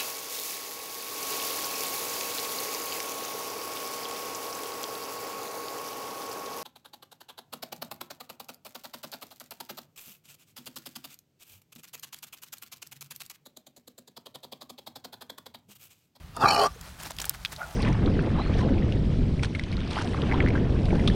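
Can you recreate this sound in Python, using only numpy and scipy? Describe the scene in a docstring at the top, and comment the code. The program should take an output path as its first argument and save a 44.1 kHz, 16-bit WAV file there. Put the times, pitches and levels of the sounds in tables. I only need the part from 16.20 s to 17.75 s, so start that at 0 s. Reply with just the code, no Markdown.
"""A pig gives one rough grunt on dry, stony ground: slow, uneven flaps of the throat ring its
chest and throat, and wet, rasping air sings in its snout. Then hooves scuff the grit, twigs snap,
a stone knocks, and a pig farther off grunts softly. Behind it all are a faint bird, a dull
scatter from the hillside and a low outdoor rumble."""
import sys
import numpy as np
from scipy import signal
from scipy.fft import rfft, irfft
from scipy.io import wavfile
from scipy.ndimage import uniform_filter1d

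SR = 44100
rng = np.random.default_rng(int(sys.argv[2]) if len(sys.argv) > 2 else 0)


def to_wav(s):
    """Save 16-bit WAV."""
    ch = np.atleast_2d(s).T  # columns
    pcm = np.round(np.clip(ch, -1, 1) * 32767)  # PCM
    wavfile.write(sys.argv[1], SR, pcm.astype(np.int16))


N = 68355
T = np.arange(N) / SR

# Pace of the throat's flapping. Each row: time in seconds, flaps per second.
FLAP_RATE = [(.14, 108), (.24, 133), (.252, 77), (.267, 62), (.303, 100), (.342, 63), (.372, 63),
             (.4, 89.3), (.445, 106.5), (.48, 131)]
# The mouth opening. Each row: time in seconds, opening from 0 (narrow) to 1 (wide).
MOUTH = [(.3, 0.1), (.41, 0.82)]
def grunt():
    """The near pig: one train of flaps drives throat, chest and snout as the mouth opens."""
    age = flaps(curve(FLAP_RATE))
    opening = curve(MOUTH)
    open_leak = 0.15 * opening   # the flaps seal less well as the mouth opens
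    flow = airflow(age, noise=0.91, leak=0.6 + open_leak, decay_s=0.007)
    body = throat(flow, opening) + chest(flow)
    return body + clear_tones(age) + jolts() + snout(age, opening, open_leak)


def flaps(rate_hz, jitter=0.02, anchor_s=0.229):
    """Seconds since the throat last slapped shut; the flaps fall unevenly, one near anchor_s."""
    cycles = np.cumsum(rate_hz) / SR
    cycles -= np.interp(anchor_s, T, cycles)
    count = np.arange(-60, 200)
    times = np.sort(np.interp(count + jitter * rng.standard_normal(len(count)), cycles, T))
    latest = np.maximum(np.searchsorted(times, T, "right") - 1, 0)
    return T - times[latest]


def airflow(age, noise, leak, decay_s):
    """Each flap is a slap and a dying puff of turbulence; some air leaks in between."""
    slaps = unit(1. * (age < 1 / SR))
    puffs = unit(rng.standard_normal(N) * (np.exp(-age / decay_s) + leak))
    return slaps + noise * puffs


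# The grunt's vowel. Each row: centre in Hz, width in Hz, dB with the mouth narrow, dB with it wide.
THROAT_FORMANTS = [(416.3, 14, -11, -6.5), (551, 59, -12.5, -5.5), (690, 20.5, -6.5, -0.5),
                   (786, 34, 0, 1.5), (850, 72, 2, -3), (1092, 38, -11.5, -2.5), (1159, 75, -1.5, -3.5),
                   (1238, 91, 3, -9), (1410, 53, -8, -9.5), (1630, 110, -8.5, -18.5),
                   (1870, 130, -16, -14.5)]
# The push behind the grunt. Each row: time in seconds, level in dB.
THROAT_LEVEL = [(.145, -76), (.15, -50), (.163, -56), (.171, -29.5), (.188, -47), (.215, -27), (.232, -22),
                (.254, -20.5), (.3, -23.5), (.372, -25.5), (.396, -21.5), (.445, -22), (.468, -28),
                (.48, -46), (.5, -78)]
def throat(flow, opening):
    """The airflow rings the throat's resonances; their balance shifts as the mouth opens."""
    voice = sum((-1) ** k * unit(resonate(flow, hz, width)) * amp(narrow + (wide - narrow) * opening)
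                for k, (hz, width, narrow, wide) in enumerate(THROAT_FORMANTS))
    return even(cut(cut(voice, 1900, order=4), 313, "high")) * fade(THROAT_LEVEL)


# Weight under the grunt. Each row: time in seconds, level in dB.
CHEST_LEVEL = [(.13, -71), (.19, -40.5), (.243, -34.5), (.28, -36), (.35, -36.5), (.4, -43), (.465, -38),
               (.49, -61)]
def chest(flow):
    """The airflow booms in one broad, low resonance of the chest."""
    boom = resonate(flow, hz=156, width_hz=410)
    return even(cut(cut(boom, 382), 64.5, "high")) * fade(CHEST_LEVEL)


# Pitched glints in the grunt, one list per tone. Each row: time in seconds, pitch in Hz, level in dB.
GRUNT_TONES = [
    [(.375, 412, -42), (.405, 418, -32), (.428, 423, -30), (.447, 420, -42), (.485, 398, -50)],
    [(.335, 1175, -40), (.36, 1168, -32), (.43, 1160, -34), (.464, 1176, -21.5), (.484, 1172, -39),
     (.53, 1169, -81)],
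    [(.41, 1040, -44), (.43, 1067, -32), (.445, 1094, -23.5), (.468, 1115, -42)],
    [(.15, 1000, -63), (.173, 947, -36), (.187, 930, -52), (.213, 845, -31), (.25, 792, -28),
     (.335, 775, -33)],
    [(.218, 1350, -44), (.23, 1310, -24), (.242, 1255, -35), (.33, 1230, -33)],
]
def clear_tones(age):
    """Clear tones come through the grunt, fluttering with the flaps."""
    flutter = unit(resonate(1. * (age < 1 / SR), hz=91.5, width_hz=180))
    return sum(tone(track) for track in GRUNT_TONES) * (1 + 0.34 * flutter)


# The grunt's attack. Each row: start in seconds, force in dB.
JOLTS = [(.2368, -13), (.2448, -12), (.2575, -14)]
# Its ring. Each row: pitch in Hz, gain in dB, seconds to fall 60 dB.
JOLT_MODES = [(137, -10, 0.011), (414, -15.5, 0.052), (838, -4.5, 0.018), (1160, 1.5, 0.033),
              (1400, -7, 0.024)]
def jolts():
    """The hardest slaps of the throat, as the grunt breaks out."""
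    slaps = strike(JOLTS, JOLT_MODES, scatter_db=-30, scatter_s=0.003)
    return cut(cut(slaps, 1700, order=4), 79.5, "high")


# Envelope of the rasp. Each row: time in seconds, level in dB.
RASP_LEVEL = [(.14, -68), (.17, -46.5), (.188, -57), (.215, -37.5), (.25, -39.5), (.27, -36.5), (.3, -43.5),
              (.34, -28), (.374, -36), (.42, -34), (.468, -36.5), (.484, -63), (.5, -78)]
# Wet squelches. Each row: centre in seconds, half-length in seconds, level in dB.
SQUELCHES = [(.261, 0.011, -29), (.277, 0.0031, -33), (.288, 0.01, -20.5), (.31, 0.0097, -22.5),
             (.325, 0.0053, -28), (.365, 0.0078, -32), (.397, 0.012, -29.5), (.417, 0.0052, -30.5)]
def snout(age, opening, open_leak):
    """Air through the snout throbs with the flaps and surges in squelches."""
    puff_age = age / 0.003   # each puff peaks 3 ms after its flap
    leak = 0.42 + open_leak
    breath = unit(puff_age * np.exp(1 - puff_age) + leak) * fade(RASP_LEVEL)
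    surge = swells(SQUELCHES)
    rasp = snout_rasp() * np.hypot(breath, surge)
    hiss = snout_hiss() * np.hypot(breath, 0.36 * surge)
    open_hiss_db = 1   # more hiss escapes from the open mouth
    return rasp + hiss * amp(open_hiss_db * opening)


# The rasp's colour, one list per resonance. Each row: time in seconds, centre in Hz, relative dB.
SNOUT_GLIDES = [
    [(.22, 2680, -2.5), (.25, 2630, 6), (.262, 2300, 7.5), (.28, 2410, 10), (.305, 2400, 6),
     (.335, 2650, -4), (.365, 2400, -5.5), (.45, 2650, -6.5)],
    [(.21, 3630, -5), (.243, 3230, 4.5), (.275, 3070, -18), (.32, 3020, 8), (.365, 2897, -3.5),
     (.41, 3064, 3), (.445, 3193, 0)],
    [(.21, 4460, -6), (.245, 4000, -2.5), (.287, 4090, 6), (.32, 4080, -9), (.45, 4260, 0)],
    [(.21, 4830, -2.5), (.245, 4700, 2), (.27, 4480, -2), (.312, 4440, 9), (.36, 4490, -3), (.39, 4560, -1),
     (.46, 4800, 2)],
    [(.21, 5370, -6.5), (.275, 5400, -4), (.295, 5550, 3.5), (.31, 5240, 0.5), (.34, 5200, -6),
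     (.395, 5400, -1), (.425, 5400, -12), (.465, 5650, 5)],
]
# Each entry: the width in Hz of one of those resonances.
SNOUT_WIDTHS_HZ = [195, 193, 217, 258, 500]
def snout_rasp():
    """Air sings in the snout's gliding resonances, each a flickering core with a faint, wide skirt."""
    rasp, power = 0, 0
    for track, width in zip(SNOUT_GLIDES, SNOUT_WIDTHS_HZ):
        hz, gain = curve(track), amp(curve(track, column=2))
        band = whistle(hz, width) + amp(-19) * whistle(hz, 3 * width)
        rasp += band * flicker(db=3, hz=68) * gain
        power += gain ** 2
    return rasp / np.sqrt(power)


# Thin whistles on top. Each row: centre in Hz, width in Hz, relative level in dB.
HISS_WHISTLES = [(7020, 360, 0.5), (8000, 200, -6), (8530, 210, -4), (9570, 500, -4.5), (11220, 330, -5),
                 (13450, 400, -6)]
# EQ of the hiss. Each row: frequency in Hz, gain in dB.
HISS_EQ = [(1500, -16), (2800, -11), (3550, -5), (4800, -18), (5800, 1), (6300, 4), (7000, -5), (8500, -2),
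           (16000, -15)]
def snout_hiss(spits_per_s=900):
    """The breathy edge: hissing air with thin whistles and tiny bursts of saliva."""
    whistles = sum(amp(db) * whistle(np.full(N, hz), width) * flicker(db=5, hz=35.8)
                   for hz, width, db in HISS_WHISTLES)
    spit = unit(rng.standard_normal(N) * (rng.random(N) < spits_per_s / SR))
    hiss = colour(rng.standard_normal(N) + 0.6 * spit, HISS_EQ)
    return amp(-17.5) * whistles + amp(-12) * hiss


# Envelope of the farther grunt. Each row: time in seconds, level in dB.
FAR_LEVEL = [(1.365, -79), (1.388, -42), (1.406, -39.5), (1.419, -39.5), (1.44, -44.5), (1.475, -50.5),
             (1.55, -50.5)]
# Its vowel. Each row: centre in Hz, width in Hz, relative level in dB.
FAR_FORMANTS = [(640, 64, 0.5), (850, 130, 0), (1350, 170, -3.5), (1530, 100, -9), (2120, 370, -10.5)]
# Its clear core. Each row: time in seconds, pitch in Hz, level in dB.
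FAR_TONE = [(1.4, 1400, -63), (1.414, 1410, -40), (1.4185, 1394, -24), (1.423, 1396, -55),
            (1.433, 1471, -34.5), (1.47, 1290, -56)]
def far_grunt():
    """Another pig's flapping throat gives a short, soft grunt with a clear tone inside."""
    flow = airflow(flaps(rate_hz=np.full(N, 85)), noise=1.5, leak=0.64, decay_s=0.0054)
    voice = sum((-1) ** k * amp(db) * unit(resonate(flow, hz, width))
                for k, (hz, width, db) in enumerate(FAR_FORMANTS))
    return even(cut(cut(voice, 2400), 503, "high")) * fade(FAR_LEVEL) + tone(FAR_TONE)


# Short clicks. Each row: start in seconds, peak in dB, centre in Hz, octaves to either side.
CLICKS = [(0.1663, -26, 5340, 1), (.3968, -18, 1900, 0.45), (0.4356, -22.5, 10100, 0.62),
          (0.6119, -29, 7000, 3.6), (0.8339, -24.5, 7040, 2.1), (0.9074, -23, 5100, 0.65),
          (.918, -25.5, 3880, 0.41), (0.9665, -28.5, 6400, 3.2), (0.9862, -20, 2980, 0.4),
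          (1.0009, -21, 3700, 0.66), (1.0173, -19.5, 5940, 0.19), (1.0215, -25, 4000, 1.2),
          (1.043, -20, 1670, 0.44), (1.0542, -17.5, 10100, 0.55), (1.141, -35, 2600, 1.2),
          (1.148, -33.5, 1600, 0.17), (1.2507, -28.5, 12000, 0.3), (1.363, -27, 4100, 0.29)]
def clicks():
    """A wet click in the grunt, and twigs and grit snapping: each a tiny burst with a short tail."""
    out = np.zeros(N)
    for s, db, hz, octaves in CLICKS:
        envelope = burst(s, decay_s=0.00041) + amp(-13) * burst(s, decay_s=0.004)
        edges_hz = hz * 2. ** np.array([-octaves, octaves])
        click = cut(rng.standard_normal(N) * envelope, edges_hz, "band", order=1)
        click = cut(cut(click, hz / 4, "high"), 14000)
        out += amp(db) * click / np.abs(click).max()
    return out


# The twig's bright ring. Each row: pitch in Hz, gain in dB, seconds to fall 60 dB.
TWIG_MODES = [(5350, -19, 0.018), (7100, -16.5, 0.0058), (8850, -2.5, 0.0019), (11840, -3, 0.0023),
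              (12800, 1, 0.002), (14800, -22, .003)]
def twig_crack(start_s=1.0953, force_db=-8.5):
    """One dry twig breaks and rings for an instant."""
    crack = strike([(start_s, force_db)], TWIG_MODES, scatter_db=-28.5, scatter_s=0.0022)
    return cut(crack, 3020, "high")


# A knock and its bounces. Each row: start in seconds, force in dB.
STONE_HITS = [(1.2498, -15), (1.2522, -30), (1.2536, -24), (1.2586, -21.5)]
# The stone's duller ring. Each row: pitch in Hz, gain in dB, seconds to fall 60 dB.
STONE_MODES = [(1900, -17, 0.012), (2650, -8.5, 0.0042), (3420, 2.5, 0.0032), (3680, -4, 0.006)]
def stone_knock():
    """A stone knocks and bounces, ringing at each contact."""
    knock = strike(STONE_HITS, STONE_MODES, scatter_db=-23, scatter_s=0.003)
    return cut(cut(knock, 6050), 1600, "high", order=3)


# Hoof scuffs. Each row: centre in seconds, half-length in seconds, level in dB.
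SCUFFS = [(0.664, 0.063, -53), (.806, 0.017, -45), (0.831, 0.0092, -42), (0.864, 0.028, -41.5),
          (0.908, 0.009, -39), (1.002, 0.0073, -35.5), (1.02, 0.011, -36.5), (1.06, 0.035, -47),
          (1.108, 0.011, -49), (1.148, 0.017, -48), (1.329, 0.013, -40.5)]
# The herd shuffling farther off. Each row: time in seconds, level in dB.
SHUFFLE_LEVEL = [(0, -61), (.12, -63), (.5, -53.5), (.6, -57), (.78, -53), (.95, -54.5), (1.22, -53),
                 (1.55, -48.5)]
# EQ of the crunch. Each row: frequency in Hz, gain in dB.
GRIT_EQ = [(200, 2), (450, -5.5), (750, 2), (1100, 1.5), (1500, 2.5), (2500, -3), (4200, -3.5), (8000, -8),
           (16000, -12)]
def grit(grains_per_s=14000, spread_db=3.5, q=5.3):
    """Dense grains of dry soil crunch under the hooves, each ringing at one of many pitches."""
    sizes = amp(spread_db * np.minimum(rng.exponential(1, N), 5))
    ticks = sizes * rng.choice([-1, 1], N) * (rng.random(N) < grains_per_s / SR)
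    pitches = np.geomspace(300, 15000, 24)
    pitch_index = rng.choice(len(pitches), N, p=np.sqrt(pitches) / np.sqrt(pitches).sum())
    grains = sum(np.sqrt(hz) * unit(resonate(ticks * (pitch_index == k), hz, hz / q))
                 for k, hz in enumerate(pitches))
    return colour(grains, GRIT_EQ) * (swells(SCUFFS) + amp(curve(SHUFFLE_LEVEL)))


# Footfalls. Each row: start in seconds, force in dB, pitch in Hz.
HOOF_STEPS = [(.56, -42.5, 457), (.675, -43.5, 608), (.862, -36, 835), (.908, -40.5, 647),
              (1.063, -41.5, 850), (1.321, -46, 840)]
def hoof_steps(t60_s=0.055):
    """Each hoof lands on hard soil with a short, dull tock."""
    tocks = sum(strike([(s, db)], [(hz, 0, t60_s)], scatter_db=-32, scatter_s=0.012)
                for s, db, hz in HOOF_STEPS)
    return cut(tocks, 1800)


# A faint chirp. Each row: time in seconds, pitch in Hz, level in dB.
BIRD_CALL = [(.495, 5100, -66), (.525, 5400, -62), (.565, 7050, -63)]
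def bird():
    """A distant rising call, blurred by the bushes."""
    return whistle(curve(BIRD_CALL), width_hz=320) * fade(BIRD_CALL, column=2)


def hillside(x, t60_s=0.3, wet_db=-37.5):
    """Faint, dull scatter from the slope and bushes."""
    tail = cut(rng.standard_normal(N) * amp(-60 * T / t60_s) * (T > 0.006), 3560)
    return amp(wet_db) * signal.fftconvolve(x, tail / np.sqrt(np.sum(tail ** 2)))[:N]


# EQ of the outdoor bed. Each row: frequency in Hz, gain in dB.
AIR_EQ = [(20, -13), (48, 5.5), (70, 3.5), (120, -4), (155, -1), (200, -10.5), (330, -19.5), (760, -23),
          (1290, -21.5), (1700, -25.5), (4060, -28), (6900, -39.5), (16000, -40)]
def open_air():
    """A steady, low outdoor rumble with a trace of hiss."""
    return amp(-46.5) * colour(rng.standard_normal(N), AIR_EQ)


def strike(hits, modes, scatter_db, scatter_s):
    """Sharp contacts, each with a little scatter, ring a set of modes."""
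    force, out = np.zeros(N), 0
    for s, db in hits:
        force[int(s * SR)] += amp(db)
        force += amp(db + scatter_db) * burst(s, scatter_s) * rng.standard_normal(N)
    for hz, db, t60 in modes:
        r, w = amp(-60 / (t60 * SR)), 2 * np.pi * hz / SR
        out += amp(db) * signal.lfilter([0, np.sin(w)], [1, -2 * r * np.cos(w), r * r], force + 1e-18)
    return out


def tone(track, waver_hz=8.2):
    """A gliding, slightly wavering tone."""
    hz = curve(track) + waver_hz * unit(cut(rng.standard_normal(N), 57.3))
    return np.sqrt(2) * np.sin(2 * np.pi * np.cumsum(hz) / SR) * fade(track, column=2)


def whistle(hz, width_hz):
    """Turbulent air sings in one narrow resonance at an even level; rms 1."""
    band = even(glide(rng.standard_normal(N), hz, width_hz), span_s=0.0055)
    return unit(glide(band, hz, 2 * width_hz))


def amp(db):
    """Decibels to gain."""
    return 10 ** (np.asarray(db) / 20)


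def unit(x):
    """Scale to rms 1."""
    return x / np.sqrt(np.mean(x ** 2) + 1e-20)


def even(x, span_s=0.02):
    """Hold the level steady over a short span."""
    return x / np.sqrt(np.abs(uniform_filter1d(x ** 2, int(span_s * SR))) + 1e-12)


def curve(rows, column=1):
    """A table's column joined by straight lines in time."""
    rows = np.array(rows)
    return np.interp(T, rows[:, 0], rows[:, column])


def fade(rows, column=1):
    """Gain of a level curve, silent outside its span."""
    return amp(curve(rows, column)) * (T >= rows[0][0]) * (T <= rows[-1][0])


def burst(s, decay_s):
    """Exponential decay from a given moment."""
    return (T >= s) * np.exp(-np.clip((T - s) / decay_s, 0, 60))


def swells(rows):
    """Gain of short, rounded surges."""
    return sum(amp(db) * np.exp(-2 * ((T - s) / half_s) ** 2) for s, half_s, db in rows)


def flicker(db, hz):
    """A random gain that wanders at about the given rate."""
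    return amp(db * np.clip(unit(cut(rng.standard_normal(N), hz)), -2, 2))


def colour(x, points):
    """Give a steady sound a spectrum; rms 1."""
    hz, db = np.transpose(points)
    bins_hz = np.maximum(np.arange(N + 1) * SR / (2 * N), 1)
    gain = amp(np.interp(np.log(bins_hz), np.log(hz), db))
    return unit(irfft(rfft(x, 2 * N) * gain)[:N])


def cut(x, hz, kind="low", order=2):
    """Butterworth filter, low-pass by default."""
    sos = signal.butter(order, np.minimum(hz, SR / 2 - 100), kind, fs=SR, output="sos")
    return signal.sosfilt(sos, x + 1e-18)


def resonate(x, hz, width_hz):
    """A resonance at one pitch."""
    r = np.exp(-np.pi * width_hz / SR)
    return signal.lfilter([1, 0, -1], [1, -2 * r * np.cos(2 * np.pi * hz / SR), r * r], x)


def glide(x, hz, width_hz):
    """A steep resonance whose centre moves."""
    turn = np.exp(2j * np.pi * np.cumsum(hz) / SR)
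    return (cut(x / turn, width_hz / 2, order=3) * turn).real


def scene():
    """Pigs and ground with their hillside echo, over bird and open air; mono."""
    direct = grunt() + far_grunt() + clicks() + twig_crack() + stone_knock() + grit() + hoof_steps()
    return (direct + hillside(direct) + bird() + open_air())[None]


def record(dry):
    """Roll off the deepest rumble and cut the top steeply."""
    top_cut = signal.ellip(10, 0.2, 80, 15900, fs=SR, output="sos")
    return signal.sosfilt(top_cut, cut(dry, 31.4, "high", order=4))


dry = scene()
out = record(dry)
to_wav(out)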